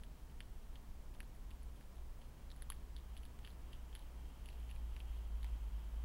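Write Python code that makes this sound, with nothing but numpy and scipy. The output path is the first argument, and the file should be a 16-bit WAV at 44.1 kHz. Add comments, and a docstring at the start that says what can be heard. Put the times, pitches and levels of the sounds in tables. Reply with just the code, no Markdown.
"""In a garden at night, a hedgehog crunches dry food from a dish, a few metres from a small camera.
Each bite is a cluster of cracks: brief rings and a sharp click near 4.5 kHz, with a close scattered
echo. The biggest crack has a low body; two sharp wide-band clicks and many faint crumb ticks lie
among the rest. A far engine, a wavering tone with one overtone and rough noise, grows louder along
with road noise. Beneath lie low night rumble, steady air and camera hiss, all shaped noise, and
the thin sine whines of the camera's circuits."""
import sys
import numpy as np
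from scipy import signal
from scipy.fft import rfft, irfft, next_fast_len
from scipy.io import wavfile
from scipy.ndimage import uniform_filter1d, map_coordinates

SR = 44100
rng = np.random.default_rng(int(sys.argv[2]) if len(sys.argv) > 2 else 0)


def undo_db(level):
    """Turn decibels back into plain size, where 20 dB means ten times bigger."""
    steps = np.asarray(level, float) / 20
    return 10 ** steps


def transcribe(u):
    """Save the signal u as a 16-bit wav file named by the first command-line argument.

    u: samples, shape (n,) or (channels, n), limited to [-1, 1]; the rate is SR.
    q: integer samples, one column per channel.
    """
    v = np.clip(np.atleast_2d(u).T, -1, 1)
    q = np.round(v * 32767).astype(np.int16)
    wavfile.write(sys.argv[1], SR, q)


N = 266756  # samples

# Cracks of dry food. Each row: start in seconds, crunch frequency in Hz, crunch peak in dB,
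# thud peak in dB, snap peak in dB.
CRACKS = [(0.0357, 3270, -51.5, -56, -55.5), (0.298, 2950, -60.5, -78, -83),
          (0.4049, 3050, -41.5, -44, -52), (0.4265, 3350, -61, -69, -82), (0.7566, 3070, -49.5, -59, -69),
          (1.14, 3000, -60, -74, -78), (1.149, 3160, -60, -62, -74), (1.2041, 2680, -44.5, -44, -46.5),
          (1.2303, 3180, -63, -59, -58), (1.35, 3100, -78, -61, -61), (1.507, 3500, -55, -62, -60),
          (1.5128, 2870, -53, -63, -67), (1.631, 3106, -76, -80, -56), (1.7615, 2978, -60, -73, -63),
          (1.8102, 3090, -62, -58, -63), (1.9553, 3060, -73, -75, -62), (2.2158, 3048, -57.5, -66, -82),
          (2.2213, 2840, -63, -64, -85), (2.503, 3750, -52, -63, -63), (2.5155, 4114, -47, -58, -63),
          (2.5627, 3680, -66, -61, -57), (2.6222, 3710, -52, -47.5, -40.5),
          (2.7016, 3120, -42.5, -55, -32.5), (2.7177, 3226, -60, -78, -59), (2.721, 2733, -52, -45.5, -44),
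          (2.7306, 3050, -61, -77, -56), (2.7424, 3470, -63, -79, -61), (2.9649, 3805, -45.5, -56, -56.5),
          (2.979, 3290, -58, -64, -74), (2.9868, 3344, -60, -70, -81), (3.1673, 3070, -49, -58, -58),
          (3.1758, 3100, -53.5, -70, -51.5), (3.2335, 2803, -53, -70, -59), (3.253, 3600, -56, -60, -52.5),
          (3.2619, 3156, -64, -70, -61), (3.44, 2603, -63, -69, -76), (3.4463, 3060, -59, -53, -80),
          (3.449, 2812, -45.5, -64, -58), (3.4645, 3020, -55, -69, -71), (3.4748, 2918, -49.5, -51, -57),
          (3.485, 3000, -68, -78, -66), (3.495, 3000, -60, -76, -63), (3.5038, 4070, -57, -70, -63),
          (3.5096, 3530, -60, -78, -71), (3.7307, 3000, -50.5, -64, -62), (3.7332, 3000, -49.5, -67, -64),
          (3.7498, 3040, -58, -65, -85), (3.9284, 3160, -53.5, -78, -74), (3.9519, 3070, -46.5, -51, -45),
          (3.961, 3270, -55, -54, -54), (3.968, 3126, -65, -67, -62), (3.9932, 3823, -56, -63, -57),
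          (4.024, 3180, -59, -76, -75), (4.4585, 3042, -50.5, -66, -51), (4.488, 2720, -46.5, -54, -54),
          (4.502, 3907, -57, -68, -63), (4.5292, 2956, -57, -63, -68), (4.6, 3100, -70, -72, -61),
          (4.6922, 3136, -57, -71, -69), (4.697, 2817, -54, -78, -71), (4.7033, 2912, -56, -61, -58),
          (4.7121, 2860, -50.5, -63, -54), (4.7539, 3120, -70, -69, -58), (4.762, 2467, -55.5, -70, -61),
          (4.9648, 2875, -46.5, -58, -62), (4.9977, 3650, -71, -77, -58), (5.0031, 3001, -45.5, -71, -63),
          (5.4303, 3440, -51, -55, -55), (5.4451, 2600, -54, -53, -72), (5.4654, 3097, -58, -71, -74)]
# The rings of a crack, in the order thud, crunch, snap. Each row: cycles until the peak,
# phase drift per sample in rad.
CRACK_RINGS = [(.7, 0.034), (1.1, 0.14), (3.2, 0.15)]
# Spectrum of the sharp click under each crack, centred near 4.5 kHz. Each row: frequency in Hz,
# relative level in dB per Hz.
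CLICK_COLOUR = [(400, -12), (1000, -4), (3000, -0.5), (4500, 39), (6500, 18), (13000, -23), (16000, -20)]
# Spectrum of the close echo. Each row: frequency in Hz, relative level in dB.
ECHO_COLOUR = [(600, -20), (1500, -8), (2300, -7), (3200, 0), (5000, -9), (7500, -12), (10000, -8),
               (14000, -14)]
# The low body of the biggest crack, then two sharp wide-band clicks. Each row: start in seconds,
# low ring frequency in Hz, low ring peak in dB, sharp edge peak in dB.
BODY_AND_CLICKS = [(2.7016, 1127, -41.5, -44), (3.39, 1000, -62, -50.5), (5.445, 895, -53.5, -43.5)]
# Spectrum of their sharp edge. Each row: frequency in Hz, relative level in dB per Hz.
EDGE_COLOUR = [(400, -11), (1800, 10), (4000, 4), (6000, -10), (8500, 2), (10800, -16), (13500, -3),
               (16000, -4)]
# The far engine's firing tone, before its random waver. Each row: time in seconds,
# frequency in Hz, level in dB rms.
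FIRING_TONE = [(0.0, 62, -61), (0.55, 61.24, -62), (1.05, 60, -58), (1.3, 57.95, -65), (1.67, 59.45, -53.5),
               (1.82, 59.2, -63), (2.07, 60.15, -53), (2.2, 60.5, -66.5), (2.63, 59.44, -52.5),
               (3.54, 60.4, -54), (4.03, 56.53, -55.5), (4.23, 58.3, -47.5), (4.4, 59.2, -60),
               (4.6, 57.9, -45.5), (4.72, 57.2, -48.5), (5.49, 54.8, -42), (5.91, 54.35, -47.5),
               (6.05, 54.7, -42)]
# Spectrum of the rough exhaust noise. Each row: frequency in Hz, relative level in dB per Hz.
EXHAUST_COLOUR = [(30, -15.5), (45, 8), (60, -5), (75, -11.5), (100, -16.5)]
# Far road noise, before its random swells. Each row: time in seconds, rms level in dB of the
# band near 3 kHz.
ROAD_LEVEL = [(0.0, -85), (1.3, -84.5), (2.66, -81.5), (3.05, -80), (4.06, -76.5), (5.63, -73.5),
              (6.05, -74)]
# Spectra of the two road bands. Each row: frequency in Hz, relative level in dB per Hz.
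ROAD_HIGH_COLOUR = [(1500, -14), (2100, -12), (2800, -4.5), (3230, -1), (3380, -9.5), (4200, -18),
                    (5500, -21.5), (15000, -19)]
ROAD_LOW_COLOUR = [(300, -10.5), (500, -9), (950, -3), (1200, -7), (1900, -12.5), (2500, -18)]
# Spectra of the deep and upper rumble. Each row: frequency in Hz, relative level in dB per Hz.
RUMBLE_DEEP_COLOUR = [(8, -10), (20, -1), (40, -2), (65, -13), (90, -21.5), (130, -42)]
RUMBLE_UPPER_COLOUR = [(60, -18.5), (90, 0.5), (160, -5.5), (260, -9), (400, -31.5)]
# Spectrum of the air and camera hiss. Each row: frequency in Hz, relative level in dB per Hz.
HISS_COLOUR = [(50, -18.5), (90, -10), (160, -11.5), (240, -13), (350, -12), (700, -18.5), (1400, -31.5),
               (2300, -28), (6200, -31.5), (16000, -34.5)]
# Electronic whines, before their random waver. Each row: frequency in Hz, level in dB rms.
WHINES = [(13631, -95.5), (15622, -94.5), (15676, -100)]

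THUD_HZ, SNAP_HZ, SNAP_SPREAD_HZ = 1720, 10660, 190  # the snap scatters about its frequency
SNAP_SAG_HZ_PER_DB, SNAP_SOFT_DB = 36, -42.5  # snaps above this level ring lower
CLICK_UNDER_DB, CLICK_SHARE = 9.5, 0.77  # click lies under a blend of crunch (this share) and snap
LOW_RING_CYCLES = 0.79  # cycles until the low ring of a body or click peaks
OVERTONE_DB, OVERTONE_GROWS = -75, 0.12  # second harmonic: mean level, share of the tone's swells
ROAD_LOW_DB, ROAD_LOW_GROWS = -71.5, 0.22  # lower road band: mean level, share of the rise
DEEP_DB, UPPER_DB = -51.5, -64  # rms of the deep rumble, and of the upper rumble at the start
UPPER_FADES_DB_PER_S = 0.42


def curves(rows):
    """Linear interpolation: one value per sample for each column after the time."""
    seconds, *columns = np.transpose(rows)
    return [np.interp(np.arange(N) / SR, seconds, column) for column in columns]


def gains(points, size):
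    """Spectral envelope: gain on the FFT grid, interpolated in dB over log frequency."""
    hz, db = np.transpose(points)
    grid_hz = np.fft.rfftfreq(size, 1 / SR) + 1
    return undo_db(np.interp(np.log(grid_hz), np.log(hz), db, left=-120, right=-120))


def noise(colour):
    """Filtered noise: a white spectrum times an envelope, scaled to rms 1."""
    size = next_fast_len(N + 8192)
    white = rng.standard_normal(size)
    shaped = irfft(rfft(white) * gains(colour, size), size)[:N]
    return shaped / np.std(shaped)


def causal(colour, size=1024):
    """Minimum phase: folding the cepstrum gathers energy at the onset of an impulse of peak 1."""
    cepstrum = irfft(np.log(gains(colour, size) + 1e-4), size)
    cepstrum[1:size // 2] *= 2
    cepstrum[size // 2 + 1:] = 0
    pulse = irfft(np.exp(rfft(cepstrum)), size)[:size // 2]
    return pulse / np.abs(pulse).max()


def wobble(rate):
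    """Slow random modulation: a smooth curve through random knots, rate of them a second."""
    knots = rng.standard_normal(int(N * rate / SR) + 4)
    return map_coordinates(knots, [np.arange(N) * rate / SR])


def swelling_ring(t, hz, cycles, phase=0):
    """Damped resonance: a sine whose envelope peaks at 1 after the given cycles, then dies."""
    age = t * hz / cycles
    return age * np.exp(1 - age) * np.sin(2 * np.pi * hz * t + phase)


def chewing():
    """Superposition: cracks, low body and clicks, each with its own echo, add to the fine crumbs."""
    out = np.zeros(N + SR)
    sounds = []
    for start, crunch_hz, crunch_db, thud_db, snap_db in CRACKS:
        snap_hz = SNAP_HZ - SNAP_SAG_HZ_PER_DB * max(snap_db - SNAP_SOFT_DB, 0)
        snap_hz += SNAP_SPREAD_HZ * rng.standard_normal()
        rings = [(THUD_HZ, thud_db), (crunch_hz, crunch_db), (snap_hz, snap_db)]
        click_db = CLICK_SHARE * crunch_db + (1 - CLICK_SHARE) * snap_db - CLICK_UNDER_DB
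        sounds.append((start, crack(rings, click_db)))
    for start, *row in BODY_AND_CLICKS:
        sounds.append((start, body_or_click(*row)))
    for start, sound in sounds:
        sound = signal.fftconvolve(sound, echo(start=.0028, t60=.028, db=-13))
        out[round(start * SR):][:len(sound)] += sound
    return out[:N] + crumbs()


def crack(rings, click_db):
    """Brittle fracture: three rings swell and die within a millisecond or two, over a sharp click."""
    t = np.arange(SR // 100) / SR
    out = -undo_db(click_db) * causal(CLICK_COLOUR)[:len(t)]
    for k, ((hz, db), (cycles, rough)) in enumerate(zip(rings, CRACK_RINGS)):
        drift = np.cumsum(rng.standard_normal(len(t))) * rough  # a brittle ring loses its phase fast
        # neighbouring rings start a quarter cycle apart, so the band between them only dips
        out += undo_db(db) * swelling_ring(t, hz, cycles, k * np.pi / 2 + drift)
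    return out


def body_or_click(hz, db, edge_db):
    """Transient: a short low ring plus a sharp wide-band edge; the stronger part sets the character."""
    t = np.arange(SR // 100) / SR
    ring = undo_db(db) * swelling_ring(t, hz, LOW_RING_CYCLES)
    return ring + undo_db(edge_db) * causal(EDGE_COLOUR)[:len(t)]


def echo(start, t60, db):
    """Scattering: ground and dish return the sound a few ms later, differently each time."""
    t = np.arange(SR // 20) / SR
    decay = (t > start) * undo_db(-60 * (t - start) / t60)
    tail = np.convolve(decay * rng.standard_normal(len(t)), causal(ECHO_COLOUR))[:len(t)]
    tail *= undo_db(db) / np.linalg.norm(tail)  # energy relative to the direct sound
    tail[0] += 1  # the direct sound
    return tail


def crumbs():
    """Small random fractures: three faint ticks around each crack, mostly lost in the hiss."""
    out = np.zeros(N + SR)
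    for start, *_ in CRACKS:
        for late, size, high, mid in rng.random((3, 4)):
            db = -68 + 6 * size
            rings = [(1600, db - 20),
                     (2700 + 1300 * mid, db - 14 * high),
                     (10600, db - 14 * (1 - high))]
            tick = crack(rings, db - 12)
            first = max(round((start - .01 + .04 * late) * SR), 0)
            out[first:][:len(tick)] += tick
    return out[:N]


def engine():
    """Periodic firing: a wavering tone and its second harmonic, with rough exhaust noise around."""
    hz, db = curves(FIRING_TONE)
    waver_hz = .9 * wobble(8)
    phase = 2 * np.pi * np.cumsum(hz + waver_hz) / SR
    tone = np.sqrt(2) * undo_db(db + 1.1 * wobble(7)) * np.sin(phase)
    overtone_db = OVERTONE_DB + OVERTONE_GROWS * (db - db.mean()) + 4.5 * wobble(4)
    overtone = undo_db(overtone_db) * np.sin(2 * phase)  # this level is a peak, not an rms
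    exhaust_db = uniform_filter1d(db, size=SR // 2) - 9.0  # follows the tone over half a second
    return tone + overtone + undo_db(exhaust_db) * noise(EXHAUST_COLOUR)


def road():
    """Broadband noise in two bands: both rise together, the lower one by a smaller share."""
    high_db, = curves(ROAD_LEVEL)
    low_db = ROAD_LOW_DB + ROAD_LOW_GROWS * (high_db - high_db.mean())
    high = undo_db(high_db + 1.4 * wobble(12)) * noise(ROAD_HIGH_COLOUR)
    return high + undo_db(low_db) * noise(ROAD_LOW_COLOUR)


def rumble():
    """Amplitude-modulated low noise: uneven swells, with the upper part slowly fading."""
    t = np.arange(N) / SR
    deep_db = DEEP_DB + 0.65 * wobble(3.06)
    upper_db = UPPER_DB - UPPER_FADES_DB_PER_S * t + 0.98 * wobble(4.5)
    return undo_db(deep_db) * noise(RUMBLE_DEEP_COLOUR) + undo_db(upper_db) * noise(RUMBLE_UPPER_COLOUR)


def hiss():
    """Stationary random noise: the steady hiss of the air and the camera."""
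    return undo_db(-67.5) * noise(HISS_COLOUR)


def whines():
    """Electrical oscillation: thin sines of the camera's circuits, wavering in level and phase."""
    t = np.arange(N) / SR
    out = np.zeros(N)
    for hz, db in WHINES:
        level = np.sqrt(2) * undo_db(db + 1.5 * wobble(5.0))
        out += level * np.sin(2 * np.pi * hz * t + 1.2 * wobble(12))
    return out


def scene():
    """Linear superposition of all sources, in one channel."""
    return (chewing() + engine() + road() + rumble() + hiss() + whines())[None]


def top_cut(x):
    """Nothing passes above the cut-off."""
    return signal.sosfilt(signal.butter(12, 16460, fs=SR, output="sos"), x)


def record(dry):
    """Band limitation: the camera passes only frequencies below 15860 Hz."""
    size = next_fast_len(N + 8192)
    passed = np.fft.rfftfreq(size, 1 / SR) < 15860
    finished = irfft(rfft(dry, size) * passed, size)[:, :N]
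    return top_cut(finished)


dry = scene()
out = record(dry)
transcribe(out)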